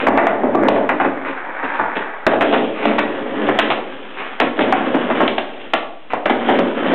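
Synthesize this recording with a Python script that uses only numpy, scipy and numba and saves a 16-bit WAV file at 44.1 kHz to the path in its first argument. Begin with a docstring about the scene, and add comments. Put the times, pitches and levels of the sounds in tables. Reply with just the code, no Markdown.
"""Skateboard wheels rumble over plywood and knock across the seams, between two ramps in a garage.
The rider steps onto the platform and picks the board up, wheels still spinning and trucks flopping,
then drops in, turns on the far ramp and stalls on the near edge. Hard contacts crack, ring the maple
deck and boom in the ramp. A narrow-band microphone stands close by and overloads on the hardest knocks."""
import sys
import numpy as np
from scipy import signal
from scipy.fft import rfft, irfft, next_fast_len
from scipy.io import wavfile
from scipy.ndimage import uniform_filter1d
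from numba import njit

SR = 44100
rng = np.random.default_rng(int(sys.argv[2]) if len(sys.argv) > 2 else 0)


def generate_wav(signal):
    """Clip the signal to [-1, 1] and save it as 16-bit WAV at the path in sys.argv[1]."""
    frames = np.transpose(np.atleast_2d(signal))
    scaled = np.clip(frames, -1, 1) * 32767
    pcm = np.round(scaled).astype(np.int16)
    wavfile.write(sys.argv[1], SR, pcm)


N = 306054
TIME = np.arange(N) / SR


def undb(db):
    """Decibels to gain."""
    return 10 ** (np.asarray(db) / 20)


def unit(x):
    """Scale to rms 1."""
    return x / np.sqrt(np.mean(x ** 2))


def unit_blow(x):
    """Scale so that the first 20 ms have rms 1."""
    return x / np.sqrt(np.mean(x[:SR // 50] ** 2))


def add(out, start_s, x):
    """Mix x into out, starting at start_s."""
    i = max(int(start_s * SR), 0)
    out[i:i + len(x)] += x[:max(len(out) - i, 0)]


def shape(x, response):
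    """Filter x by a function of frequency."""
    size = next_fast_len(len(x) + SR // 4)
    hz = np.maximum(np.fft.rfftfreq(size, 1 / SR), 1)
    return irfft(rfft(x, size) * response(hz), size)[:len(x)]


def colour(x, points):
    """Filter x by a curve through (frequency [Hz], gain [dB]) points."""
    point_hz, db = np.transpose(points)
    return shape(x, lambda hz: undb(np.interp(np.log(hz), np.log(point_hz), db)))


def gate(start, end, rise, fade):
    """Rise, hold until the end, then die away; all in seconds."""
    return np.clip((TIME - start) / rise, 0, 1) * np.exp(-np.maximum(TIME - end, 0) / fade)


def wander(rate_hz):
    """A random drift with a spread near 1."""
    knots = rng.standard_normal(2048)
    return 1.2 * np.interp(TIME * rate_hz, np.arange(len(knots)), knots)


def grit(per_s, spread_db):
    """Tiny contacts at random moments, a few of them much stronger than the rest."""
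    happens = rng.random(N) < per_s / SR
    contacts = happens * rng.standard_normal(N)
    strength = undb(spread_db * np.minimum(rng.exponential(size=N), 4))
    return unit(contacts * strength)


def plywood(force, low_cut_hz=190, thud_db=-13):
    """The ramp's sheets ring over the frame's dull thud; the ringing is heard with its deep bass cut."""
    # resonances of the sheets: (frequency [Hz], width [Hz], gain [dB])
    sheet_modes = [(118.6, 4, 7), (194, 6.7, -12.5), (242.5, 69, 6.5), (283.7, 42, 1.5), (316, 51, -0.5),
                   (366, 26, 4), (433.6, 34, 3), (540, 11, -6.5), (540.6, 66, 1.5), (622.5, 6.7, -2.5),
                   (806, 41, -12), (855, 40, -29)]
    # spectrum of the frame: (frequency [Hz], gain [dB])
    frame_colour = [(30, -45.5), (60, -21.5), (90, -3.5), (130, 10), (230, -11), (400, 3), (900, -3.5),
                    (2500, -41.5)]
    rings = sum(undb(db) * signal.lfilter(*signal.iirpeak(hz, hz / width, fs=SR), force)
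                for hz, width, db in sheet_modes)
    rings = signal.sosfilt(signal.butter(2, [low_cut_hz, 1100], "band", fs=SR, output="sos"), rings)
    thud = undb(thud_db) * colour(force, frame_colour)
    # bending waves are slower the lower they are, so the bass arrives a few ms late
    return shape(rings + thud, lambda hz: (hz / 1000) ** (-2j * np.pi * 1.6))


def wheels(uneven_db=1.44, touch_s=0.018, spin_rise_s=0.16, spin_stop_s=0.068, run_down_db_per_s=13.5):
    """Wheels on the wood's grain shake the ramp; treads hiss; bearings whirr and run down in the air."""
    # the rider presses into a bend of the ramp: (time [s], half width [s], extra level [dB])
    pushes = [(0.646, 0.07, 9.5), (3.46, 0.11, 8.5), (5.235, 0.041, 10), (6.51, 0.069, 10.5),
              (6.918, 0.12, 9)]
    # wheels down on the wood: (start [s], end [s], fade [s], rumble [dB], whirr [dB], hiss [dB])
    rides = [(0, 0.8, 0.34, -23.5, -33.5, -60), (2.409, 2.565, 0.12, -19.5, -38.5, -24.5),
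             (2.791, 3.688, .16, -26.5, -34, -34.5), (3.857, 4.404, 0.019, -46.5, -40, -36.5),
             (4.558, 5.251, 0.016, -23, -29.5, -28), (5.418, 5.686, 0.054, -38.5, -45.5, -36),
             (6.275, 6.937, 0.086, -25.5, -32.5, -31.5)]
    # wheels spinning free: (start [s], end [s], whirr [dB])
    spins = [(1.1, 1.52, -27), (1.496, 2.253, -23), (4.122, 4.366, -36)]
    # spectrum of the bearings: (frequency [Hz], gain [dB])
    bearing_colour = [(200, -38.5), (500, -6), (800, -1), (1100, -2), (1750, -2), (2300, -9.5),
                      (3000, -27.5), (4000, -26.5)]
    # spectrum of the treads on the wood: (frequency [Hz], gain [dB])
    tread_colour = [(900, -29.5), (1800, -6), (2500, 1), (3300, 1.5), (4200, -3.5)]
    weight = undb(sum(db * np.exp(-((TIME - s) / width) ** 2) for s, width, db in pushes))
    rumble, whirr, hiss = sum(np.outer(undb(db), gate(start, end, touch_s, fade))
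                              for start, end, fade, *db in rides)
    spin = np.zeros(N)
    for start, end, db in spins:
        run_down_db = run_down_db_per_s * np.maximum(TIME - start, 0)
        spin += gate(start, end, spin_rise_s, spin_stop_s) * undb(db - run_down_db)
    # uneven wheels press harder and softer
    load = undb(uneven_db * wander(rate_hz=45))
    ramp = unit(plywood(grit(per_s=3000, spread_db=1.5) * load))
    bearings = unit(colour(grit(per_s=2500, spread_db=2.5) * load, bearing_colour))
    treads = unit(colour(grit(per_s=3000, spread_db=3) * load, tread_colour))
    return weight * (ramp * rumble + bearings * whirr + treads * hiss) + bearings * spin


def scuffs():
    """Shoes, grip tape and wheels rub: dense slips that swell and die away."""
    # short rubs: (time [s], rise [s], fade [s], level [dB])
    rubs = [(0, 0.0013, 0.049, -16), (1.234, 0.059, 0.018, -20), (1.622, 0.019, 0.036, -22),
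            (1.719, 0.034, 0.057, -23.5), (1.947, .021, 0.021, -13.5), (2.691, 0.19, 0.059, -17.5),
            (4.163, 0.044, .045, -19), (5.6, .01, 0.032, -34), (6.099, 0.0034, 0.038, -21)]
    # spectrum of a rub: (frequency [Hz], gain [dB])
    rub_colour = [(100, -33.5), (250, -6.5), (650, -7), (1100, -6), (1700, -9.5), (2500, -8), (3300, -18.5),
                  (4200, -13)]
    pressure = sum(undb(db) * gate(s, s + rise, rise, fade) for s, rise, fade, db in rubs)
    return pressure * unit(colour(grit(per_s=2500, spread_db=2.5), rub_colour))


def room_tone(level_db=-38):
    """The garage's faint, even hush under everything."""
    # spectrum of the hush: (frequency [Hz], gain [dB])
    hush_colour = [(40, -23), (150, -12.5), (280, -0.5), (420, -7.5), (650, -7.5), (900, -9), (2000, -12.5),
                   (4000, -12)]
    return undb(level_db) * unit(colour(rng.standard_normal(N), hush_colour))


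def burst(t, length_s):
    """A short scatter of contacts that holds every frequency about equally."""
    envelope = np.exp(-(t / length_s) ** 1.5)
    spectrum = rfft(rng.standard_normal(len(t)) * envelope)
    return irfft(spectrum / abs(spectrum), len(t)) * np.sqrt(envelope)


def ring(t, modes, detune=0, onset_s=.001):
    """Struck modes die away from random phases; detune is their relative scatter in pitch."""
    hz, db, t60 = np.transpose(modes)[:, :, None]
    if detune:
        hz = hz * (1 + detune * rng.standard_normal(hz.shape))
    swing = np.sin(2 * np.pi * (hz * t + rng.random(hz.shape)))
    decay = undb(db - 60 * t / t60)
    return unit_blow(np.sum(decay * swing, axis=0) * np.minimum(t / onset_s, 1))


def knocks(push_s=0.026, shake_db=-26, rattle_s=.014):
    """Each blow cracks at the contact, rings the deck and pushes the ramp; loose trucks chatter after."""
    # wheels and deck striking the wood:
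    # (time [s], clack [dB], deck ring [dB], ramp boom [dB], crack [dB], rattle share [0-1])
    blows = [(0.0679, -12, -20, -12.5, -33, .3), (0.0831, -15, -12.5, -6.5, -32, .65),
             (0.1755, -12, -14, -22, -27, 0.75), (0.2689, -15, -11.5, -25, -30, 0.2),
             (0.435, -34, -18.5, -12.5, -38, 0.2), (0.5471, -25.5, -13.5, -11.5, -33.5, 0.1),
             (0.6848, -15, -12, -12.5, -9, 0.06), (0.7621, -25.5, -15.5, -20, -35, 0.2),
             (0.892, -13.5, -22.5, -24, -20.5, 0.2), (1, -17, -18, -24.5, -37.5, 0.76),
             (1.046, -21, -23, -18, -28.5, 0.78), (2.2665, -10, -11, -9, -10, 0.41),
             (2.3349, -30.5, -19, -16.5, -25, .5), (2.4094, -17, -20, -20, -14.5, 0.82),
             (2.526, -23, -18, -19.5, -15.5, 0.8), (2.5433, -15.5, -20.5, -23.5, -20.5, 0.3),
             (2.8543, -33, -16, -15, -12, .2), (2.983, -20, -22.5, -19.5, -15.5, 0.99),
             (3.488, -16.5, -17, -17.5, -36.5, 0.15), (3.5879, -15, -18, -31, -4.5, 0.7),
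             (3.703, -20, -18, -29, -10.5, 0.77), (4.4002, -15, -28.5, -19, -9, 0.54),
             (4.4165, -20.5, -20.5, -15, -14.5, 0), (4.591, -18.5, -18, -15, -15.5, 0.22),
             (4.6094, -31, -25, -17.5, -14, 0.8), (4.7248, -12, -12, -23, -30, 0),
             (4.9429, -20.5, -34.5, -13, -35, .2), (5.1015, -22, -34, -16.5, -26, 0.8),
             (5.2035, -21.5, -18.5, -13, -28, 0.43), (5.2787, -28, -20, -38, -8, 0.2),
             (5.3815, -24.5, -20.5, -22.5, -10, 0), (5.7355, -16.5, -14.5, -21.5, -6.5, .04),
             (6.1343, -25.5, -16, -24, -26.5, 0.6), (6.257, -16, -16.5, -21, -16, 0.2),
             (6.297, -17, -22.5, -14.5, -13.5, 0.54), (6.4868, -24, -19.5, -13.5, -23.5, .9),
             (6.5892, -20.5, -22, -13.5, -16.5, 0.1)]
    # bending modes of the maple deck: (frequency [Hz], level [dB], t60 [s])
    deck_modes = [(605, -13.5, 0.17), (675, 5.5, 0.041), (816, 8, 0.018), (1049, -10, 0.1)]
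    # upper modes of wood and trucks, too close to tell apart: (frequency [Hz], gain [dB])
    clack_colour = [(300, -31.5), (700, 5), (1000, 2.5), (1400, 2), (1900, -1), (2600, -8.5), (3100, -22.5),
                    (3800, -19)]
    # spectrum of the hard contact: (frequency [Hz], gain [dB])
    crack_colour = [(600, -34.5), (1400, -7.5), (2200, -6), (2800, -6), (3400, -6.5), (4200, -4)]
    out, t = np.zeros(N), np.arange(8192) / SR
    for s, clack_db, ring_db, boom_db, crack_db, rattle in blows:
        chatter_s = np.cumsum(rattle_s * (.5 + rng.random(2)) / 2)
        for delay, share in zip([0, *chatter_s], [1, rattle, rattle ** 2]):
            # the rider's weight and the place of the blow shift the modes from contact to contact
            deck = undb(ring_db) * ring(t, deck_modes, detune=.06)
            clack = undb(clack_db) * unit_blow(colour(burst(t, length_s=.016), clack_colour))
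            crack = undb(crack_db) * unit_blow(colour(burst(t, length_s=.006), crack_colour))
            add(out, s + delay, share * (deck + clack + crack))
        # one sharp push, then the sheet shakes against its frame
        force = (t == 0) + undb(shake_db) * rng.standard_normal(len(t)) * np.exp(-t / push_s)
        add(out, s, undb(boom_db) * unit_blow(plywood(force)))
    return out


def steps(sole_s=0.027):
    """Soft soles push the plywood slowly, without a clack."""
    # shoes coming down on the platform: (time [s], level [dB])
    footfalls = [(1.089, -31.5), (1.28, -30.5), (1.628, -28), (1.795, -25.5), (1.96, -28)]
    out, t = np.zeros(N), np.arange(SR // 4) / SR
    for s, db in footfalls:
        force = rng.standard_normal(len(t)) * np.exp(-t / sole_s)
        add(out, s, undb(db) * unit_blow(plywood(force)))
    return out


def truck_clunks():
    """Each flop rings a loose truck; the rubber bushing softens the start."""
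    # trucks flopping over as the board swings in the hands: (time [s], level [dB])
    flops = [(1.7965, -15.5), (1.8105, -18.5), (1.837, -19.5)]
    # modes of a truck on the free deck: (frequency [Hz], level [dB], t60 [s])
    truck_modes = [(653, -1.5, 0.027), (893, -3, 0.05), (960, 0.5, 0.021), (1194, 0, 0.026),
                   (1425, -9, 0.078), (1717, -7.5, 0.047), (1830, -19, 0.021)]
    out, t = np.zeros(N), np.arange(SR // 8) / SR
    for s, db in flops:
        add(out, s, undb(db) * ring(t, truck_modes))
    return out


def reflections(build_s=0.012):
    """A dense run of echoes off the walls, strongest and longest in the low mids."""
    # reverberation of the garage: (frequency [Hz], t60 [s], level [dB])
    reverberation = [(150, 0.23, -4), (402, 0.78, 2), (990, 0.52, -1.5), (2800, 0.43, -2)]
    point_hz, t60, db = np.transpose(reverberation)
    t = np.arange(int(.7 * SR)) / SR
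    noise, out = rng.standard_normal(len(t)), 0
    for centre in 125 * 2. ** np.arange(6):
        octave = shape(noise, lambda hz: np.maximum(1 - abs(np.log2(np.clip(hz, 125, 4000) / centre)), 0))
        band_t60, band_db = (np.interp(np.log(centre), np.log(point_hz), column) for column in (t60, db))
        decay = undb(-60 * t / band_t60) * np.minimum(t / build_s, 1)
        out = out + undb(band_db) * octave * decay / np.sqrt(np.sum(decay ** 2))
    return out


def garage(x, wet_db=-1, places=8):
    """As the board travels, one pattern of wall reflections gives way to the next."""
    position, wet = np.linspace(0, places - 1, N), np.zeros(N)
    for place in range(places):
        nearness = np.sqrt(np.maximum(1 - abs(position - place), 0))
        wet += signal.oaconvolve(x * nearness, reflections())[:N]
    return x + undb(wet_db) * wet


def scene():
    """Board, shoes and ramp from close by, with the garage around them, in mono."""
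    direct = wheels() + scuffs() + steps() + truck_clunks() + knocks()
    return (garage(direct) + room_tone())[None]


@njit
def follower(x, attack_s, release_s):
    """Envelope that rises over attack_s and falls over release_s."""
    attack, release = 1 / (attack_s * SR), 1 / (release_s * SR)
    out, level = np.empty(len(x)), 0.
    for i in range(len(x)):
        level += (abs(x[i]) - level) * (attack if abs(x[i]) > level else release)
        out[i] = level
    return out


def record(dry, limit_db=-7, offset=-.0216, ceiling=.72, top_hz=15900):
    """The microphone ends near 4 kHz; first peaks slip past a limiter; an off-centre converter clips."""
    # response of the microphone channel: (frequency [Hz], gain [dB])
    mic_response = [(3000, 0), (3400, -2), (3700, -8), (4000, -17), (4250, -31), (4500, -62), (4750, -120)]
    picked_up = colour(dry[0], mic_response)
    envelope = follower(picked_up, attack_s=0.0016, release_s=0.055)
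    gain = uniform_filter1d(1 / np.maximum(envelope / undb(limit_db), 1), size=64)
    clipped = np.clip(picked_up * gain + offset, -ceiling, ceiling)
    # a duller top takes the edge off the clipped peaks
    dulled = colour(clipped, [(4000, 0), (4800, -3.5), (15000, -4.5)])
    return signal.sosfilt(signal.ellip(8, .2, 70, top_hz, fs=SR, output="sos"), dulled)[None]


dry = scene()
out = record(dry)
generate_wav(out)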